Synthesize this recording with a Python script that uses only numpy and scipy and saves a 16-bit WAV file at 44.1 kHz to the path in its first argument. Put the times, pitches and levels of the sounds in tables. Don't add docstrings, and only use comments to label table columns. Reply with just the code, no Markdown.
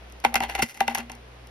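import sys
import numpy as np
from scipy import signal
from scipy.fft import rfft, irfft, next_fast_len
from scipy.io import wavfile

SR = 44100
rng = np.random.default_rng(int(sys.argv[2]) if len(sys.argv) > 2 else 0)


def store_pcm(level_fs):
    pcm = np.round(np.clip(level_fs, -1, 1) * 32767).astype(np.int16)
    wavfile.write(sys.argv[1], SR, np.atleast_2d(pcm).T)


def gain_from_db(level_db):
    decades = np.asarray(level_db, float) / 20
    return 10 ** decades


N = 66150

# (time [s], level [dB])
HUM = [(0.0, -46.5), (0.032, -46), (0.396, -48.5), (0.634, -45.5), (0.688, -80), (0.738, -70),
       (0.814, -52.5), (1.47, -49), (1.5, -49)]
# (time [s], level [dB])
HUM_OCTAVE = [(0, -63.5), (1.0, -64), (1.08, -57), (1.5, -54.5)]
# (frequency [Hz], density [dB per Hz])
HISS = [(60, -11), (300, -5), (550, -3.5), (1400, -10.5), (2700, -12), (5500, -23.5), (12500, -34),
        (16000, -60)]
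# (frequency [Hz], share [0-1])
HISS_LIKENESS = [(200, 0.78), (600, 0.33), (3000, 0), (4500, 0), (7000, 1), (15000, .93)]
# (frequency [Hz], phase [half turns])
PORT_PHASE = [(0, 0), (1200, -.3), (2000, .15), (4800, 0), (7000, .93), (8300, 1.1), (10900, 2),
              (13600, 2.9), (15100, 3.1), (16200, 4)]
# (frequency [Hz], level [dB])
PORT_BALANCE = [(60, 5), (180, 1.0), (550, 2.5), (1650, 2), (4970, 0.5), (15000, 2.5)]
# (time [s], peak [dB])
TICKS = [
    (0.0993, -45.5),
    (0.123, -38),
    (0.2013, -40.5),
    (0.7444, -40),
    (1.1518, -42),
    (1.4716, -43.5),
]
# (peak time [s], rise [s], fall [s], level [dB], brightness [dB])
WOBBLES = [(0.242, 0.0027, 0.025, -27.5, -6.5), (0.333, 0.01, 0.0046, -37.5, -48),
           (0.364, 0.0058, 0.0086, -22, -0.5), (0.436, 0.016, 0.015, -26, -9.5),
           (.503, .015, 0.029, -34.5, -3.5), (0.558, 0.0082, 0.006, -32.5, 0.5),
           (0.596, 0.013, 0.013, -26, -9.5), (.627, 0.0052, 0.006, -33, 19.5),
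           (.66, 0.0067, 0.032, -64, 20.5), (0.698, 0.013, 0.019, -54, 16.5),
           (0.745, 0.0041, 0.023, -53.5, 10.5), (0.776, 0.0076, 0.005, -52.5, 9),
           (0.818, 0.016, 0.015, -35.5, -4), (0.906, 0.03, 0.026, -36.5, -4.5),
           (0.952, 0.0033, 0.0063, -30, 8), (0.976, 0.004, 0.024, -32, -4),
           (1.003, 0.0091, 0.0073, -54.5, 9), (1.125, 0.018, 0.027, -46.5, -8)]
# (time [s], crack [dB], tray ring [dB], clack [dB], jar boom [dB])
HITS = [(0.2481, -16.5, -7, -9, -29), (0.342, -15, -19.5, -19.5, -65), (0.3556, -11.5, -16.5, -12, -34.5),
        (0.404, -26, -15.5, -22.5, -45), (0.4354, -24, -39, -24, -51), (0.4975, -28, -28, -29, -61),
        (0.5512, -23.5, -25.5, -23.5, -73), (0.5916, -29, -30, -42, -38), (0.6225, -27, -38, -17.5, -25),
        (0.6277, -28, -25, -26, -33), (0.8055, -18.5, -9.5, -15, -31.5), (0.879, -21, -15.5, -17, -27.5),
        (0.9484, -17, -25, -24.5, -66), (0.9841, -22, -39, -36, -33), (1.0975, -36, -32.5, -32.5, -40),
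        (1.1175, -30.5, -47, -54, -56)]
# (time [s], level [dB], push length [s])
SLAPS = [
    (.6295, -17, .001),
    (.640, -27, .002),
    (.272, -40, .003),
]
# (frequency [Hz], level [dB])
CRACK = [(1200, -56), (3200, -8), (5800, 5.5), (7500, 2.5), (11000, -0.5), (14000, -1), (15600, -14),
         (17000, -43)]
# (frequency [Hz], level [dB], t60 [s])
RING = [(791, 0, .06), (745, -14, .03), (920, -6, .04), (1040, -14, .03), (1150, -16, .03), (600, -28, .03),
        (380, -17, .04), (825, -12, .03)]
# (frequency [Hz], level [dB], t60 [s])
CLACK = [(1408, -9, 0.043), (1545, -1.5, 0.017), (1667, -2.5, 0.017), (1827, 0, 0.01), (2006, -0.5, 0.034),
         (2122, 1.5, 0.029), (2333, -7.5, 0.019), (2407, -2.5, 0.028), (2672, -9.5, 0.063),
         (2733, 4, 0.016), (2955, -9.5, 0.038), (3232, -9.5, 0.045), (3611, -9.5, 0.036), (4320, -3, 0.011)]
# (frequency [Hz], level [dB], t60 [s])
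BOOM = [(237, 0, .37), (246, -10, .08)]
# (frequency [Hz], level [dB])
TRAY_LOW_CUT = [(40, -30), (200, 0)]
# (frequency [Hz], level [dB])
CLACK_LOW_CUT = [(500, -18), (1250, 0)]

CRACK_T60_S = 0.006
CLACK_APART_DB = -3


def rms_one(x):
    return x / np.sqrt(np.mean(x ** 2) + 1e-20)


def at_hz(points, hz):
    f, v = np.transpose(points)
    return np.interp(np.log(hz + 1), np.log(f + 1), v)


def colour(x, points):
    hz = np.arange(N // 2 + 1) * SR / N
    return irfft(rfft(x) * gain_from_db(at_hz(points, hz)), N)


def ports(x):
    size = next_fast_len(N + 4096)
    hz = np.arange(size // 2 + 1) * SR / size
    lead = np.exp(0.5j * np.pi * np.interp(hz, *np.transpose(PORT_PHASE)))
    left = lead * gain_from_db(at_hz(PORT_BALANCE, hz) / 2)
    spectrum = rfft(x, size)
    return np.array([irfft(spectrum * g, size)[:N] for g in (left, 1 / left)])


def background():
    hum_hz, waver_db, hiss_db, hiss_follows = 60.6, -2.5, -51, 0.21
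    t = np.arange(N) / SR
    hum_db = np.interp(t, *np.transpose(HUM))
    octave_db = np.interp(t, *np.transpose(HUM_OCTAVE))
    waver = np.interp(t, np.arange(40) * 0.04, rng.standard_normal(40))
    low = gain_from_db(hum_db + waver_db * waver) * np.sin(2 * np.pi * hum_hz * t)
    octave = gain_from_db(octave_db) * np.sin(4 * np.pi * hum_hz * t + 1)
    hum = np.sqrt(2) * (low + octave)

    hz = np.arange(N // 2 + 1) * SR / N
    alike = np.clip(at_hz(HISS_LIKENESS, hz), 0, 1)
    shared, left, right = rfft(rng.standard_normal((3, N))) * gain_from_db(at_hz(HISS, hz))
    hiss = ports(irfft(shared * np.sqrt(alike), N))
    hiss = hiss + irfft(np.array([left, right]) * np.sqrt(1 - alike), N)
    hiss_level = gain_from_db(hiss_db + hiss_follows * (hum_db - hum_db.max()))
    return hum + hiss_level * hiss / np.std(hiss.mean(axis=0))


def crack(times, level_db):
    contact_s, tail_t60_s, tail_db = 0.0012, 0.045, -20
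    t, shape = np.arange(N) / SR, np.zeros(N)
    for s, db in zip(times, level_db):
        after = np.maximum(t - s - contact_s, 0)
        fade = gain_from_db(-60 * after / CRACK_T60_S) + gain_from_db(tail_db - 60 * after / tail_t60_s)
        shape += (t >= s) * gain_from_db(db) * fade
    return colour(shape * rng.standard_normal(N), CRACK)


def finger_ticks():
    times, db = np.transpose(TICKS)
    return crack(times, db - 3.5)


def ring(drive, hz, t60):
    r, w = gain_from_db(-60 / (t60 * SR)), 2 * np.pi * hz / SR
    return signal.lfilter([0, np.sin(w)], [1, -2 * r * np.cos(w), r * r], drive + 1e-18)


def shaken_modes(modes, clicks, swell):
    shaken = [clicks * rng.standard_normal(N) for _ in modes]
    steady, swelling = np.zeros(N), np.zeros(N)
    for c, (hz, db, t60) in zip(shaken, modes):
        steady += gain_from_db(db) * ring(c, hz, t60)
        swelling += gain_from_db(db) * ring(c * swell, hz, t60)
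    return swelling / np.std(steady)


def wobbles():
    clicks_per_s, uneven_db, slide_share = 1300, 0.5, 1
    crack_db, boom_db = -5, -24
    t, dull, bright = np.arange(N) / SR, np.zeros(N), np.zeros(N)
    for s, rise, fall, db, bright_db in WOBBLES:
        swell = gain_from_db(db) * np.exp(-np.where(t < s, ((s - t) / rise) ** 2, (t - s) / fall))
        dull += swell
        bright += swell * gain_from_db(bright_db)
    middle = np.sqrt(dull * bright)
    click_sizes = gain_from_db(uneven_db * np.minimum(rng.exponential(1, N), 4))
    clicks = (rng.random(N) < clicks_per_s / SR) * click_sizes

    near = shaken_modes(RING, clicks, dull)
    near += gain_from_db(boom_db) * shaken_modes(BOOM, clicks, dull)
    near += shaken_modes(CLACK, clicks, middle)
    apart = gain_from_db(CLACK_APART_DB) * shaken_modes(CLACK, clicks, middle)
    bursts = rms_one(signal.lfilter([1], [1, -gain_from_db(-60 / (CRACK_T60_S * SR))], clicks))
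    grit = rms_one((slide_share + bursts) * rng.standard_normal(N))
    return near + gain_from_db(crack_db) * colour(grit * bright, CRACK), apart


def strike(modes, times, level_db, contact_s):
    scatter_db = 2.0
    out, touches = np.zeros(N), rng.random((len(times), 5))
    delay_s = contact_s * touches * [0, 1, 1, 1, 1]
    where = np.clip(((np.array(times)[:, None] + delay_s) * SR).astype(int), 0, N - 1)
    for hz, db, t60 in modes:
        draw = rng.standard_normal((len(times), 6))
        strength_db, push = scatter_db * draw[:, 0], draw[:, 1:]
        together = np.abs(np.sum(push * np.exp(2j * np.pi * hz * where / SR), axis=1))
        together += 0.3 * np.abs(push).sum(axis=1)
        drive = np.zeros(N)
        np.add.at(drive, where, (gain_from_db(level_db + db + strength_db) / together)[:, None] * push)
        soft = np.hanning(int(SR / hz / 2) + 3)
        out += ring(signal.lfilter(soft / soft.sum(), [1], drive), hz, t60)
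    return out


def landings():
    times, crack_db, ring_db, clack_db, boom_db = np.transpose(HITS)
    clack_db, clack_contact_s = clack_db - 1.5, 0.0018
    near = crack(times, crack_db - 4.5)
    near += colour(strike(CLACK, times, clack_db, clack_contact_s), CLACK_LOW_CUT)
    near += strike(RING, times + 0.002017, ring_db + 5.5, 0.003125)
    near += strike(BOOM, times + 0.00462, boom_db + 6, 0.0027)
    return near, strike(CLACK, times, clack_db + CLACK_APART_DB, clack_contact_s)


def slaps():
    t, out = np.arange(N) / SR, np.zeros(N)
    for k, (s, db, length_s) in enumerate(SLAPS):
        x = ((t - s) / length_s) ** 2
        out += (-1) ** k * gain_from_db(db) * (1 - 2 * x) * np.exp(-x)
    return out


def room(x):
    t60_s, wall_cut_hz = 0.14, 4700
    size = next_fast_len(2 * N)
    w = 2 * np.pi * np.arange(size // 2 + 1) / size
    dull = 1 / (1 + 1j * w * SR / (2 * np.pi * wall_cut_hz))
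    spectrum, sides = rfft(x, size), []
    for lags in rng.uniform(0.004, 0.025, (2, 6)) * SR:
        loops = [gain_from_db(-60 * d / SR / t60_s) * dull * np.exp(-1j * w * d) for d in lags]
        echoes = sum(g / (1 - g) for g in loops)
        sides.append(irfft(spectrum * echoes, size)[:N])
    return np.array(sides)


def bass_duck(x):
    edge_hz, follows = 356, 1
    hum_db = np.interp(np.arange(N) / SR, *np.transpose(HUM))
    bass = colour(x, [(edge_hz, 0), (2 * edge_hz, -30)])
    return x - bass * (1 - gain_from_db(follows * np.minimum(hum_db - np.median(hum_db), 0)))


def scene():
    bed = background()
    ticks = finger_ticks()
    wobble, wobble_apart = wobbles()
    landing, landing_apart = landings()
    near = bass_duck(colour(ticks + landing, TRAY_LOW_CUT) + slaps() + wobble)
    apart = colour(landing_apart + wobble_apart, [(300, -26), (1000, 1)]) * [[1], [-1]]
    echoes = gain_from_db(-18) * colour(room(near), [(100, -31), (500, 1.5)])
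    return ports(near) + apart + echoes + bed


def roll_off(x):
    return signal.sosfilt(signal.butter(12, 17140, fs=SR, output="sos"), x)


def record(dry):
    peak_top = 0.8
    mix = peak_top * np.tanh(dry / peak_top)
    return roll_off(mix)


dry = scene()
out = record(dry)
store_pcm(out)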